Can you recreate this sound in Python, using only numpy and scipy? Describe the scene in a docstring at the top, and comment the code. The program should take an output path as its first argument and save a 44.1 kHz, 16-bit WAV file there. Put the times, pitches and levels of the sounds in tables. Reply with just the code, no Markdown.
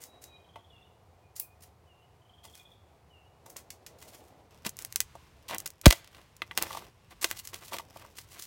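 """Small birds sing in a quiet wood while a knife trims a dry branch some metres off; then the work is close by.
The blade scrapes (noise bursts) and splinters crack (decaying noise), both shaped by branch resonances.
Knocks ring those resonances as decaying sines; a swept sine thumps at the big break and overloads the microphone.
Birds are gliding sines; air, sleeves and dull bumps are shaped noise; close by, bits of bark and leaf tick."""
import sys
import numpy as np
from scipy import signal
from scipy.fft import rfft, irfft
from scipy.io import wavfile
from scipy.ndimage import uniform_filter1d

SR = 44100
rng = np.random.default_rng(int(sys.argv[2]) if len(sys.argv) > 2 else 0)


def persist_wave(psi):
    """Save psi, clipped to +-1, as 16-bit WAV."""
    counts = np.round(np.clip(psi, -1, 1) * 32767).astype(np.int16)
    wavfile.write(sys.argv[1], SR, np.atleast_2d(counts).T)


N = 373086
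T = np.arange(N) / SR

# fractures, fine splinters to the big break: (time [s], decay time [ms], level near 2.5 kHz [dB], brightness [dB])
FRACTURES = [(0.2402, 1.7, -25.5, 9), (.558, 2.9, -18.5, -33), (1.3975, 0.17, -25, 10),
             (1.3998, .15, -18, 6.5), (2.5531, 1.1, -26, 4), (3.5661, 5, -21, 12.5), (3.704, 3.7, -16, 5),
             (3.8642, 4.5, -17.5, 3), (4.65, 1.9, -7, -10), (4.6648, 2.4, -3.5, 1),
             (4.6927, 1.4, -24.5, 18), (4.769, 0.45, -32, 15), (4.7893, 1.3, -13.5, 4.5),
             (4.823, .6, -27.5, 14.5), (4.8489, 0.41, -13, 6), (4.925, 0.65, -16, 5),
             (4.9593, 1.46, -1.5, 8.5), (5.004, 1.2, 2, 6), (5.0135, 1, -11.5, 2), (5.51, 1.74, -7.5, -8.5),
             (5.547, 0.4, -20, 11.5), (5.5831, .6, -21, 18), (5.6026, 0.53, -25.5, 16.5),
             (5.6759, .7, -18.5, 8), (5.7039, 0.66, -25.5, 7.5), (5.8142, 0.68, -23, 8),
             (5.8576, 4.5, 22, -5), (5.8654, 0.83, 20.5, -5.5), (5.8802, 1, -6, 8), (5.9051, 1.2, 1, 1),
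             (5.9087, 0.69, 13, -6), (5.9255, 2.2, 6.5, -2.5), (6.045, 2, -23.5, -3), (6.075, 2, -24, -2),
             (6.147, 3.3, -18.5, -12), (6.366, 2, -33.5, 11), (6.4192, 1.9, 3.5, -25),
             (6.5113, 1.5, -5, -39), (6.5758, 0.53, 7, -3.5), (6.5857, .7, -6, -7),
             (6.6248, 0.36, -4.5, 6.5), (7.217, 2.8, -13, 2), (7.2433, 3, 10, -3.5), (7.3127, 0.39, 1, -5),
             (7.452, .8, -24, 6.5), (7.4738, 2, -16, 7.5), (7.543, 2, -9, -2.5), (7.785, 2, -5.5, -6),
             (8.185, 3.8, -11.5, -2.5), (8.423, 2.1, -19, 8)]
# bites of blade or hand along the branch: (start [s], end [s], level near 2.5 kHz [dB], brightness [dB])
BLADE_STROKES = [(0, 0.039, -53.5, 9.5), (0.216, 0.249, -60.5, 9), (1.359, 1.389, -53, 10.5),
                 (1.608, 1.645, -57.5, 4.5), (2.437, 2.466, -50, -2.5), (2.502, 2.622, -62.5, 3.5),
                 (3.46, 3.471, -54.5, 5), (3.497, 3.516, -61.5, 13.5), (3.563, 3.594, -50, -5),
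                 (4.003, 4.19, -56, 0.5), (4.12, 4.169, -55.5, 0.5), (4.65, 4.677, -34, -3),
                 (4.777, 4.869, -53.5, 3), (5.494, 5.562, -35.5, -8.5), (5.66, 5.668, -32.5, 2.5),
                 (5.838, 5.86, -44, -13), (5.872, 5.901, -40.5, 2), (5.925, 5.992, -51.5, 2.5),
                 (6.121, 6.23, -55, -10), (6.576, 6.597, -31, -5.5), (6.613, 6.65, -35, -5),
                 (6.646, 6.689, -46, -8), (6.698, 6.792, -39, -9), (7.103, 7.131, -51, -5.5),
                 (7.217, 7.243, -36, 3.5), (7.251, 7.404, -43.5, -1.5), (7.439, 7.489, -54, 4),
                 (7.533, 7.566, -42.5, -2), (7.58, 7.717, -50, -1), (7.719, 7.769, -35, -5.5),
                 (7.953, 8.079, -54, -4), (8.161, 8.224, -49, -0.5), (8.3, 8.467, -48.5, 1.5)]
# hollow knocks of blade and hand: (time [s], peak of the ring [dB], centre of the struck pitch range [Hz])
BRANCH_KNOCKS = [(.558, -40, 750), (2.447, -47, 900), (3.461, -45.5, 900), (4.662, -31.5, 200),
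                 (5.153, -36, 716), (5.494, -33.5, 1163), (5.5095, -28.5, 1010), (5.8595, -8.5, 616),
                 (5.926, -28, 648), (6.42, -29, 1350), (6.513, -34.5, 1350), (6.706, -27.5, 1210),
                 (6.734, -36, 1100), (6.748, -29, 980), (6.771, -27.5, 1000), (7.244, -30, 590),
                 (6.822, -38.5, 1150), (7.721, -29.5, 844), (7.7425, -28.5, 780), (7.7965, -31, 1100),
                 (7.96, -36, 750), (8.049, -40, 1070)]
# branch resonances: (frequency [Hz], width [Hz], lift [dB])
BRANCH_MODES = [(208, 48, 2), (340, 45, 9), (580, 61, -0.5), (681.4, 59, 2), (906, 55, 2), (1122, 79, 5),
                (1467, 200, -0.5), (2019, 65, 6.5), (2490, 73, 2.5), (2830, 90, 4.5), (3215, 160, 1.5),
                (4170, 250, 1)]
# thinner pieces lose body and gain air: (body [dB], body lost per dB of brightness [dB/dB],
# air [dB], air gained per dB of brightness [dB/dB])
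FRACTURE_COLOUR = (-6.5, .5, -8, 0.96)
STROKE_TONE_COLOUR = (-0.38, 0.86, -3.3, 0.91)
# arm movements that shuffle sleeves and hands: (middle [s], length [s], level [dB])
ARM_MOVES = [(.05, 0.73, -64), (3.546, .35, -63.5), (4.13, 0.63, -61), (4.716, 0.31, -65.5),
             (5.578, 0.25, -63.5), (6.182, 0.12, -68.5), (6.666, 0.27, -56), (7.944, .4, -63)]
# single sagging whistles: (time [s], length [s], last frequency [Hz], level [dB])
BIRD_WHISTLES = [(.016, 0.18, 3850, -69), (0.192, 0.204, 3830, -67), (.28, 0.091, 2430, -65),
                 (1.22, 0.066, 2420, -73.5), (1.405, 0.058, 2440, -63), (2.565, 0.056, 2440, -65.5)]
# two-note calls: (time [s], level of the long note [dB])
TWO_NOTE_CALLS = [(.693, -63), (1.865, -67), (3.095, -65.5)]
# notes of a call: (length [s], first frequency [Hz], last frequency [Hz])
CALL_LONG_NOTE = (0.11, 3080, 2715)
CALL_SHORT_NOTE = (0.033, 3020, 2860)
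# rising trills: (time [s], level [dB])
BIRD_TRILLS = [(0.322, -57.5), (2.215, -53)]
# spectrum of the forest air, far and near: (frequency [Hz], relative level [dB])
FAR_AIR_SPECTRUM = [(15, -48), (25, -31), (82, 3.5), (289, -19), (410, -12.5), (631, -17), (722, -8),
                    (804, -14.5), (1050, -16.5), (1620, -26.5), (2560, -27), (2770, -29.5), (3260, -31.5),
                    (15500, -41.5)]
NEAR_AIR_SPECTRUM = [(15, -32), (25, -7), (91, 4), (281, -16), (457, -14.5), (722, -32), (804, -18),
                     (997, -13.5), (1110, -13), (1240, -18.5), (2700, -19), (3260, -21.5), (15500, -36.5)]

FAR_AIR_DB, NEAR_AIR_DB = -61.5, -60.5
NEAR_FROM_S = 4.5
LOW_CUT_HZ, TOP_HZ, CEILING = 33, 16100, 0.66
FULL_BODY_DB = -5  # brightness below which a piece gains no more body
QUICK_AIR_DB = 3  # air lift of a 1 ms fracture, inverse to its decay time
SLIDE_SHARE, SLIDE_DB = 1, -14.5  # slide after a bite: length ratio and level, relative to the bite
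STILL_DB = -71  # shuffle between movements
WHISTLE_SAG_HZ = 84
SHORT_AFTER_S, SHORT_DB = 0.152, -4.5  # short note of a call, relative to the long one


def undb(db):
    """Decibels to gain."""
    return 10 ** (np.asarray(db) / 20)


def add(track, time_s, sound):
    """Mix a sound into the track at a time."""
    i = max(int(time_s * SR), 0)
    track[i:i + len(sound)] += sound[:max(N - i, 0)]


def unit(x):
    """Scale to rms 1."""
    return x / np.sqrt(np.mean(x ** 2))


def contour(hz, points):
    """Join (frequency [Hz], level [dB]) points on a log-frequency axis."""
    f, db = np.transpose(points)
    return np.interp(np.log(hz + 1), np.log(f), db)


def walk(size, rate_hz):
    """Random wander of spread near 1: linear between random knots."""
    place = np.arange(size) * rate_hz / SR
    knots = rng.standard_normal(int(place[-1]) + 2)
    return 1.29 * np.interp(place, np.arange(len(knots)), knots)


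def noise(points):
    """Noise of rms 1 with the given spectrum."""
    hz = np.fft.rfftfreq(N, 1 / SR)
    spectrum = rfft(rng.standard_normal(N)) * undb(contour(hz, points))
    return unit(irfft(spectrum, N))


def colour(brightness_db, body_db, body_loss, air_db, air_gain):
    """Body, edge and air levels [dB] of a piece of wood of the given brightness."""
    body = body_db - body_loss * max(brightness_db, FULL_BODY_DB)
    air_level = air_db + air_gain * brightness_db
    return body, brightness_db, air_level


def branch(force, db, body_db, edge_db, air_db, bass_db, size=2048):
    """Ring the branch with a force; its resonances shift a little with the grip and the place of the cut."""
    hz = np.fft.rfftfreq(size, 1 / SR)
    tone = contour(hz, [(40, body_db + bass_db - 12.5), (220, body_db + bass_db), (650, body_db), (950, body_db),
                        (1700, 0.0072), (3400, 0.0023), (6500, edge_db), (12500, air_db)])
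    grip = 1 + 0.02 * rng.standard_normal()
    ring = sum(lift / (1 + (2 * (hz - f * grip) / width) ** 2) for f, width, lift in BRANCH_MODES)
    ring = ring - uniform_filter1d(ring, size=81)
    # fold the cepstrum to get a causal response: all ringing follows the blow
    cepstrum = irfft(np.log(undb(db + tone + ring)))
    cepstrum[1:size // 2] *= 2
    cepstrum[size // 2 + 1:] = 0
    response = irfft(np.exp(rfft(cepstrum)))
    return signal.fftconvolve(force, response)


def bites_and_slides():
    """Every stroke bites, then slides on more lightly."""
    for start, end, db, brightness_db in BLADE_STROKES:
        tone = colour(brightness_db, *STROKE_TONE_COLOUR)
        yield start, end, db, *tone
        yield end, end + SLIDE_SHARE * (end - start), db + SLIDE_DB, *tone


def strokes(fibres_per_s=900, scatter_db=4.0, rub=0.87, catch_db=3.5, catch_hz=130,
            snag_db=4.0, snag_hz=40, bass_db=-5, spill=0.2):
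    """The blade catches and slips, tearing fibres of unequal size over a steady rub; pressure swells and eases."""
    out = np.zeros(N)
    coarse = signal.butter(2, 2500, fs=SR, output="sos")
    for start, end, *tone in bites_and_slides():
        length_s = max(end - start, 0.005)
        n = int(length_s * (1 + 2 * spill) * SR)
        sizes = undb(scatter_db * np.minimum(rng.exponential(size=n), 4))
        tears = (rng.random(n) < fibres_per_s / SR) * sizes * rng.choice([-1, 1], n)
        grain = unit(tears + 1e-3 * rng.standard_normal(n)) + rub * rng.standard_normal(n)
        # thick fibres and fine bark snag at their own moments
        thick = signal.sosfiltfilt(coarse, grain)
        fine = grain - thick
        grain = thick * undb(snag_db * walk(n, snag_hz)) + fine * undb(snag_db * walk(n, snag_hz))
        pressure = np.sin(np.pi * np.linspace(0, 1, n) ** 0.85).clip(0) ** 1.27
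        catching = undb(catch_db * walk(n, catch_hz))
        force = unit(grain * pressure * catching) / np.sqrt(1 + 2 * spill)
        add(out, start - spill * length_s, branch(force, *tone, bass_db))
    return out


def snaps(after_db=-17, after_s=0.0017, bass_db=-8):
    """Each fracture runs through the fibres as decaying noise; torn ends quiver briefly after it."""
    out, t = np.zeros(N), T[:SR // 20]
    for time_s, decay_ms, db, brightness_db in FRACTURES:
        run = np.exp(-t * 1e3 / decay_ms)
        quiver = undb(after_db) * np.exp(-t / after_s)
        force = rng.standard_normal(len(t)) * (run + quiver)
        # a brittle break holds all pitches about equally
        spectrum = rfft(force, 2 * len(t))
        spectrum /= np.sqrt(uniform_filter1d(np.abs(spectrum) ** 2, size=70))
        force = irfft(spectrum)[:len(t)]
        body_db, edge_db, air_db = colour(brightness_db, *FRACTURE_COLOUR)
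        air_db += QUICK_AIR_DB / decay_ms
        add(out, time_s, branch(force, db, body_db, edge_db, air_db, bass_db))
    return out


def thump(time_s=5.8657, db=7, sweep_hz=390, rest_hz=48, settle_s=0.0027, fade_s=0.0105, stop_s=0.035):
    """The jolt of the big break reaches the microphone: a heavy swing that slows at once to a deep throb."""
    out, t = np.zeros(N), T[:SR // 8]
    cycles = rest_hz * t + sweep_hz * settle_s * (1 - np.exp(-t / settle_s))
    swing = np.exp(-t / fade_s) / (1 + (t / stop_s) ** 8)
    add(out, time_s, -undb(db) * swing * np.sin(2 * np.pi * cycles))
    return out


def knocks(reach_octaves=0.6, contact_s=0.0013, tick_db=-15, tick_s=0.0065):
    """A dull blow rings the resonances near its pitch range; the contact chatters and shifts them a little."""
    out, t = np.zeros(N), T[:SR // 8]
    hz, width_hz, lift_db = np.transpose(BRANCH_MODES)[:, :, None]
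    for time_s, db, centre_hz in BRANCH_KNOCKS:
        share = undb(lift_db) / (1 + (np.log2(hz / centre_hz) / reach_octaves) ** 4)
        shifted_hz = hz * (1 + 0.0065 * rng.standard_normal(hz.shape))
        phase = 2 * np.pi * (shifted_hz * t + rng.random(hz.shape))
        ring = np.sum(share * np.exp(-np.pi * width_hz * t) * np.sin(phase), axis=0)
        ring *= (1 - np.exp(-t / contact_s)) * undb(2 * walk(len(t), 770))
        # rough bark adds a short tick at the contact
        tick = uniform_filter1d(rng.standard_normal(len(t)), size=2) * np.exp(-t / tick_s)
        add(out, time_s, undb(db) * (ring / np.abs(ring).max() + undb(tick_db) * tick))
    return out


def motion():
    """How hard the arms move: each movement swells and fades over a slight steady stir."""
    power = undb(STILL_DB) ** 2
    for middle_s, length_s, db in ARM_MOVES:
        power = power + (undb(db) * np.exp(-2 * ((T - middle_s) / length_s) ** 2)) ** 2
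    return np.sqrt(power)


def crumbs(per_s=80, db=-5):
    """Bits of bark and dry leaf tick under the hands, more often and louder as they move harder."""
    moving = motion()
    chance = per_s / SR * (moving / moving.mean()) ** 2
    ticks = rng.standard_normal(N) * (rng.random(N) < chance)
    crisp = np.exp(-T[:SR // 200] / 0.00072) * rng.standard_normal(SR // 200)
    rustle = branch(signal.fftconvolve(ticks, crisp), 0, 0, -6.5, -8.5, -12.5)[:N]
    return unit(rustle) * undb(db) * moving


def note(length_s, first_hz, last_hz, db):
    """One whistled note: a sine that glides, wavers and levels out."""
    u = np.linspace(0, 1, int(length_s * SR))
    hz = last_hz + (first_hz - last_hz) * (1 - u) ** 2 + 20 * walk(len(u), 144)
    loudness = undb(db + 2 * walk(len(u), 51)) * np.sin(np.pi * u).clip(0) ** 0.5
    return loudness * np.sin(2 * np.pi * np.cumsum(hz) / SR)


def birds(count=11, gap_s=0.036, slowing_s=0.0014, low_hz=2970, rise_hz=38, flick_hz=360):
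    """Plain whistles, two-note calls, and trills whose notes climb, swell and draw out."""
    out = np.zeros(N)
    for time_s, length_s, hz, db in BIRD_WHISTLES:
        add(out, time_s, note(length_s, hz + WHISTLE_SAG_HZ, hz, db))
    for time_s, db in TWO_NOTE_CALLS:
        add(out, time_s, note(*CALL_LONG_NOTE, db))
        add(out, time_s + SHORT_AFTER_S, note(*CALL_SHORT_NOTE, db + SHORT_DB))
    for time_s, db in BIRD_TRILLS:
        for k in range(count):
            hz = low_hz + rise_hz * k + 20 * rng.standard_normal()
            start = time_s + gap_s * k + slowing_s * k ** 2
            loud_db = db - 1.5 - 0.3 * (k - 7) ** 2
            # each syllable flicks down, then a softer turn climbs back
            add(out, start, note(0.011, hz + flick_hz, hz, loud_db))
            turn = note(0.0043 + 0.001 * k, hz - flick_hz / 4, hz + flick_hz, loud_db - 15)
            add(out, start + 0.009, turn)
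    return out


def trees(x, near_db, near_t60_s, far_db, far_t60_s):
    """Scatter from the ground and nearby trunks, then a faint, duller echo from deep in the wood."""
    t = T[:SR]
    chance = rng.standard_normal((2, SR))
    close = chance[0] * np.exp(-np.log(1000) * t / near_t60_s) * (t > 0.003)
    deep = signal.sosfilt(signal.butter(1, [500, 4500], "band", fs=SR, output="sos"), chance[1])
    deep = deep * np.exp(-np.log(1000) * t / far_t60_s) * (1 - np.exp(-t / 0.022))
    response = (undb(near_db) * unit(close) + undb(far_db) * unit(deep)) / np.sqrt(SR)
    return x + signal.fftconvolve(x, response)[:N]


def air(near, bump_db=-1):
    """Low rumble and a thin hush of leaves; arm moves add a soft shuffle and, close by, dull bumps."""
    far_air = noise(FAR_AIR_SPECTRUM) * undb(FAR_AIR_DB + 0.3 * walk(N, 5.02))
    near_air = noise(NEAR_AIR_SPECTRUM) * undb(NEAR_AIR_DB + 1.8 * walk(N, 6.9))
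    cloth = noise([(90, -13), (250, -5.0), (480, -1), (750, -2), (1300, -16.5), (4000, -24), (15000, -38)])
    cloth *= undb(2.4 * walk(N, 35))
    bumps = noise([(20, -29.0), (60, 2.5), (190, -5.5), (400, -31.5), (2000, -73.5)])
    bumps *= undb(bump_db + 2 * walk(N, 11))
    return (1 - near) * far_air + near * near_air + motion() * (cloth + near * bumps)


def scene():
    """The work is heard with more of the forest from afar, and nearly dry from close by."""
    near = np.clip((T - NEAR_FROM_S) * 100, 0, 1)  # 10 ms crossfade
    work = strokes() + snaps() + knocks() + near * crumbs()
    distant = trees(work * (1 - near), near_db=-6, near_t60_s=0.16, far_db=-30.5, far_t60_s=0.98)
    close = trees(work * near, near_db=-14, near_t60_s=0.084, far_db=-37.5, far_t60_s=0.6)
    song = trees(birds(), near_db=-2.5, near_t60_s=0.093, far_db=-8.5, far_t60_s=0.55)
    return (distant + close + thump() + song + air(near))[None]


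def record(dry):
    """The microphone sheds the deepest bass, its input stage flattens the big break, and the top is cut."""
    heard = signal.sosfilt(signal.butter(2, LOW_CUT_HZ, "high", fs=SR, output="sos"), dry)
    squashed = heard / (1 + (heard / CEILING) ** 4) ** (1 / 4)
    return signal.sosfilt(signal.ellip(8, 0.2, 70, TOP_HZ, fs=SR, output="sos"), squashed)


dry = scene()
out = record(dry)
persist_wave(out)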